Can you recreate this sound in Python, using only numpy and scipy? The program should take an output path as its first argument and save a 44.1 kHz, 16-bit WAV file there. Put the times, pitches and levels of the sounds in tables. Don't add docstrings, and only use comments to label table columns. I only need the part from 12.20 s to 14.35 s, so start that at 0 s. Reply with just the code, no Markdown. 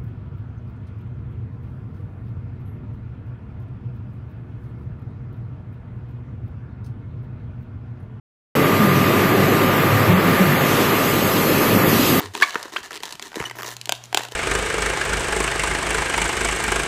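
import sys
import numpy as np
from scipy import signal
from scipy.fft import rfft, irfft
from scipy.io import wavfile
from scipy.ndimage import uniform_filter1d

SR = 44100
rng = np.random.default_rng(int(sys.argv[2]) if len(sys.argv) > 2 else 0)


def boost_factor(decibels):
    exponent = np.asarray(decibels, float) / 20
    return 10 ** exponent


def master_out(mix):
    frames = np.transpose(np.atleast_2d(mix))
    ceiling = np.clip(frames, -1, 1)
    pcm = np.round(ceiling * 32767).astype(np.int16)
    wavfile.write(sys.argv[1], SR, pcm)


N = 94815

# (nominal frequency [Hz], relative level [dB], t60 [s])
TUBE = [(431, 0, 0.02)]
SKIN = [(720, -0.5, 0.011), (1120, 8.9, 0.0083), (1470, 4.8, 0.0099), (1900, 11.5, 0.0097)]
SNAP = [(3290, -4.5, 0.0098), (4270, 4.5, 0.0019), (6120, -2, 0.0011), (7000, -2.5, 0.0011),
        (10620, -13, 0.0073), (14100, -15, 0.00074)]


def add(out, x, s):
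    i = max(int(s * SR), 0)
    out[i:i + len(x)] += x[:N - i]


def unit(x):
    return x / np.sqrt(np.mean(x ** 2) + 1e-18)


def ring(modes, shift=0.92, tilt_db=0., size=2048):
    t = np.arange(size) / SR
    nominal_hz, level_db, t60 = np.hsplit(np.array(modes, float), 3)
    hz = np.minimum(nominal_hz * shift, .45 * SR)
    gain = boost_factor(level_db + tilt_db * np.log2(hz)) / np.sqrt(t60)
    decay = np.exp(-np.log(1000) * t / t60)
    h = (gain * np.sin(2 * np.pi * hz * t) * decay).sum(axis=0)
    high_pass = signal.butter(2, .7 * nominal_hz[0, 0], "high", fs=SR, output="sos")
    h = signal.sosfilt(high_pass, h)
    return h / np.sqrt(np.sum(h ** 2))


def tilts(s):
    # (time [s], skin tilt [dB per octave], snap tilt [dB per octave])
    tilt_path = [(0, -3.5, -7.5), (1.3, 1, 1), (1.36, -9, 14.5), (1.6, -2, 2.5)]
    time, skin_tilt, snap_tilt = np.array(tilt_path, float).T
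    return np.interp(s, time, skin_tilt), 0., np.interp(s, time, snap_tilt)


def rub():
    # (start [s], end [s], level at the start [dB],
    # snap level relative to skin [dB], tube level relative to skin [dB])
    strokes = [(0, 0.099, -36, -3, 0.5), (0.134, 0.269, -35.5, 0, -4), (0.214, 0.374, -38.5, 1.5, -23),
               (0.337, 0.516, -38, -4, -30), (0.52, 0.622, -35.5, -3, -5.5),
               (0.631, 0.693, -37.5, -3.5, -7.5), (0.705, 0.775, -37.5, -10, -15),
               (0.824, 0.968, -39, -0.5, -14.5), (1.014, 1.11, -39.5, 0, -5.5),
               (1.148, 1.31, -34.5, -5, -9), (1.352, 1.43, -41.5, -3, -8), (1.44, 1.56, -35, 0, -12),
               (1.746, 1.786, -56.5, 17.5, -16), (1.836, 1.87, -47, 8.5, -17),
               (1.964, 2.084, -35.5, -3, -39), (2.111, 2.149, -37, -3, -22)]
    grains_per_s, spread_db, largest_db = 700, 4, 11
    grain_decay_s, hiss_db = 0.00033, -6
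    attack_s, fall_db, release_s = 0.0039, 3.5, 0.036

    t, out = np.arange(N) / SR, np.zeros(N)
    struck = rng.random(N) < grains_per_s / SR
    size_db = np.minimum(spread_db * rng.exponential(size=N), largest_db)
    grain_shape = np.exp(-np.arange(128) / SR / grain_decay_s)
    grain_envelope = signal.fftconvolve(struck * boost_factor(size_db), grain_shape)[:N]
    grains = unit(grain_envelope * rng.standard_normal(N))
    friction = unit(grains + boost_factor(hiss_db) * rng.standard_normal(N))

    for start, end, db, snap_db, tube_db in strokes:
        env = np.clip(np.minimum((t - start) / attack_s, (end - t) / release_s), 0, 1)
        env = env * boost_factor(db - fall_db * np.clip((t - start) / (end - start), 0, 1))
        ranges = zip((SKIN, TUBE, SNAP), (0, tube_db, snap_db), tilts((start + end) / 2))
        body = sum(boost_factor(gain_db) * ring(modes, tilt_db=tilt_db) for modes, gain_db, tilt_db in ranges)
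        out += signal.fftconvolve(friction * env, body)[:N]
    return out


def air():
    # (frequency [Hz], relative spectral level [dB per Hz])
    air_spectrum = [(15, -31), (25, -0.5), (195, -4.5), (575, -9.5), (1020, -6.5), (4140, -13.5),
                    (7510, -18.5), (14400, -27), (16000, -48)]
    level_db = -51
    hz = np.fft.rfftfreq(N, 1 / SR)
    point_hz, point_db = np.array(air_spectrum, float).T
    gain = boost_factor(np.interp(np.log(hz + 1), np.log(point_hz), point_db))
    noise = irfft(rfft(rng.standard_normal(N)) * gain, N)
    return boost_factor(level_db) * unit(noise)


def slips():
    # (time [s], skin level [dB], tube level [dB], snap level [dB])
    single_slips = [(0.002, -15, -36, -37), (0.026, -30.5, -47, -36.5), (0.058, -28.5, -39.5, -37),
                    (0.151, -15.5, -31, -23), (0.176, -24.5, -32.5, -29), (0.201, -22.5, -30.5, -30),
                    (0.212, -16, -35, -26), (0.223, -11, -37, -18), (0.356, -10, -22.5, -33),
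                    (0.429, -48, -43.5, -26), (0.455, -26, -32.5, -49), (0.631, -45, -49, -34),
                    (0.708, -22, -55, -34), (0.719, -30, -37.5, -33), (0.804, -31, -39, -36),
                    (0.834, -18, -35.5, -22.5), (0.855, -43, -44, -26), (0.925, -31, -43, -25.5),
                    (0.954, -40, -49, -34), (0.996, -24, -50, -29), (1.025, -30, -56, -25.5),
                    (1.118, -29.5, -64, -42), (1.13, -29, -73, -44), (1.143, -25, -53, -38),
                    (1.157, -35, -28, -25.5), (1.2012, -15, -38, -30.5), (1.298, -23.5, -45, -33),
                    (1.311, -19.5, -43, -34), (1.353, -29, -45, -53), (1.4215, -23, -53, -30.5),
                    (1.4315, -19, -35, -27), (1.445, -23.5, -45, -37), (1.450, -23.5, -38.5, -46),
                    (1.480, -43, -31.5, -35), (1.487, -26, -54, -33), (1.567, -34, -59, -27.5),
                    (1.614, -48, -53, -25), (1.657, -48, -68, -24.5), (1.673, -30, -40, -37),
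                    (1.6936, -10, -32.5, -14), (1.7223, -11.5, -33, -12), (1.928, -16, -38, -29.5),
                    (1.9463, -6.5, -22.5, -9.5), (1.9733, -7, -29.5, -9), (1.993, -26, -31, -29),
                    (2.007, -17.5, -38, -42), (2.035, -25, -55, -26.5), (2.051, -24.5, -59, -30),
                    (2.086, -31, -43.5, -35), (2.121, -28, -32, -30)]
    # (start [s], end [s], rate [slips per s], skin level [dB], tube level [dB], snap level [dB])
    creaks = [(1.212, 1.25, 74, -21, -42, -38), (1.6, 1.386, 120, -25, -55, -40),
              (1.387, 1.411, 230, -25.5, -46, -37.5), (1.3, 1.3, 230, -30, -64, -27),
              (.73, .778, 160, -31, -44.5, -32.5)]
    # (skin [dB], tube [dB], snap [dB])
    range_gain_db = (-12.5, -5, -8)
    # (nominal frequency [Hz], relative level [dB], t60 [s])
    loop_skin = [(818, 9, .008), (1594, 4, 0.0073), (1980, 1, .009), (2390, -9, 0.0049)]
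    loop_snap = [(3250, 3, .005), (3820, 1.1, .005), (4400, 2, .004)] + SNAP[2:]
    loop_from_s = 1.55
    creep_s, creep_db = .0012, -18
    tear_decay_s, skin_late_s = 0.0026, .0005
    creak_scatter_db = 2

    out, t = np.zeros(N), np.arange(-220, 256) / SR
    events = list(single_slips)
    for start, end, rate, *range_db in creaks:
        for s in np.arange(start, end, 1 / rate):
            time_chance, level_chance = rng.standard_normal(2)
            levels = np.array(range_db) + creak_scatter_db * level_chance
            events.append((s + .1 * time_chance / rate, *levels))

    creep = boost_factor(creep_db) * np.exp(t / creep_s)
    shape = np.where(t < 0, creep, np.exp(-t / tear_decay_s))
    lags = (skin_late_s, skin_late_s, 0)
    for s, *range_db in events:
        if s > loop_from_s:
            body, detune, release_db = (loop_skin, TUBE, loop_snap), 0.035, 22
        else:
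            body, detune, release_db = (SKIN, TUBE, SNAP), 0.08, 18
        tear = rng.standard_normal(len(t)) * shape + boost_factor(release_db) * (t == 0)
        for modes, db, gain_db, tilt_db, lag in zip(body, range_db, range_gain_db, tilts(s), lags):
            shift = 1 + detune * rng.standard_normal((len(modes), 1))
            y = signal.fftconvolve(tear, ring(modes, shift, tilt_db))
            y = y / np.sqrt(np.sum(y ** 2) / 441)
            add(out, y * boost_factor(db + gain_db), s + lag + t[0])
    return out


def hum():
    # (start [s], end [s], frequency [Hz], rms level between the fades [dB])
    hum_tones = [(0.03, 0.132, 96, -40), (1.235, 2.2, 119.9, -49)]
    fade_s = 0.023
    t, out = np.arange(N) / SR, np.zeros(N)
    for start, end, hz, db in hum_tones:
        fade = np.clip(np.minimum(t - start, end - t) / fade_s, 0, 1)
        out += boost_factor(db) * np.sqrt(2) * np.sin(2 * np.pi * hz * t) * fade
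    return out


def squeaks():
    # (start [s], length [s], initial frequency [Hz], settled frequency [Hz], fundamental level [dB],
    # second harmonic over fundamental [dB], fall per further harmonic [dB], roughness [0-1])
    squeak_rows = [(0.2224, 0.0072, 1692, 1700, -3, -21, 16, 0.33),
                   (0.228, 0.0049, 2354, 1900, -7, -14, 6, 0.46),
                   (0.2298, .013, 1034, 1169, -10, -3, 7, 0.17),
                   (0.355, 0.004, 1270, 1550, -11.5, -18.5, 10, 0.26),
                   (0.5604, 0.013, 200, 1680, -19, 1, 12, 0.2),
                   (1.2521, 0.015, 3010, 2920, -23.5, -12, 6, 0.22)]
    jitter = 0.16
    attack, glide_s = 0.31, 0.0036

    out = np.zeros(N)
    for s, length, hz0, hz1, db, second_db, fall_db, rough in squeak_rows:
        t = np.arange(int(length * SR)) / SR
        noise = rng.standard_normal((6, 1024))
        wobble = uniform_filter1d(noise, size=25, axis=1)[:, :len(t)] * 5
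        hz = hz1 + (hz0 - hz1) * np.exp(-t / glide_s)
        phase = 2 * np.pi * np.cumsum(hz * (1 + jitter * rough * wobble[5])) / SR
        tone = np.zeros(len(t))
        for k in range(4):
            harmonic_db = second_db - fall_db * (k - 1) if k > 0 else 0
            tone += boost_factor(harmonic_db) * (1 + rough * wobble[k]) * np.cos((k + 1) * phase)
        env = np.sqrt(np.interp(t / length, [0, attack, 1], [0, 1, 0]))
        add(out, boost_factor(db) * tone * env, s)
    return signal.sosfilt(signal.butter(4, 350, "high", fs=SR, output="sos"), out)


def thuds():
    # (time [s], nominal frequency before the default shift of ring() [Hz], peak level [dB], t60 [s])
    thud_rows = [(0.61, 60, -46.5, 0.066), (.945, 182, -44, 0.033), (1.1698, 354, -21.5, 0.014),
                 (1.2031, 458, -21.5, 0.025), (1.203, 131, -26, 0.036), (1.204, 60, -27.5, 0.029)]
    out = np.zeros(N)
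    for s, hz, db, t60 in thud_rows:
        swing = ring([(hz, 0, t60)], size=8192)
        add(out, boost_factor(db) * swing / swing.max(), s)
    return out


def room_echo(dry):
    t60_s, level_db, gap_s, top_hz = 0.36, -17.5, 0.0013, 5600
    t = np.arange(SR // 2) / SR
    tail = signal.lfilter(*signal.butter(1, top_hz, fs=SR), rng.standard_normal(len(t)))
    tail = tail * np.exp(-np.log(1000) * t / t60_s) * (t > gap_s)
    tail = tail / np.sqrt(np.sum(tail ** 2))
    return boost_factor(level_db) * signal.fftconvolve(dry, tail)[:N]


def scene():
    balloons = rub() + slips() + squeaks() + thuds()
    return (balloons + room_echo(balloons) + air() + hum())[None]


def roll_off(x):
    return signal.sosfilt(signal.butter(12, 16450, fs=SR, output="sos"), x)


def record(dry):
    low_hz, top_hz = 60, 15250
    x = signal.sosfilt(signal.butter(2, low_hz, "high", fs=SR, output="sos"), dry)
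    x = np.clip(x, -1, 1)
    x = signal.sosfilt(signal.ellip(8, .2, 60, top_hz, fs=SR, output="sos"), x)
    return roll_off(x)


dry = scene()
out = record(dry)
master_out(out)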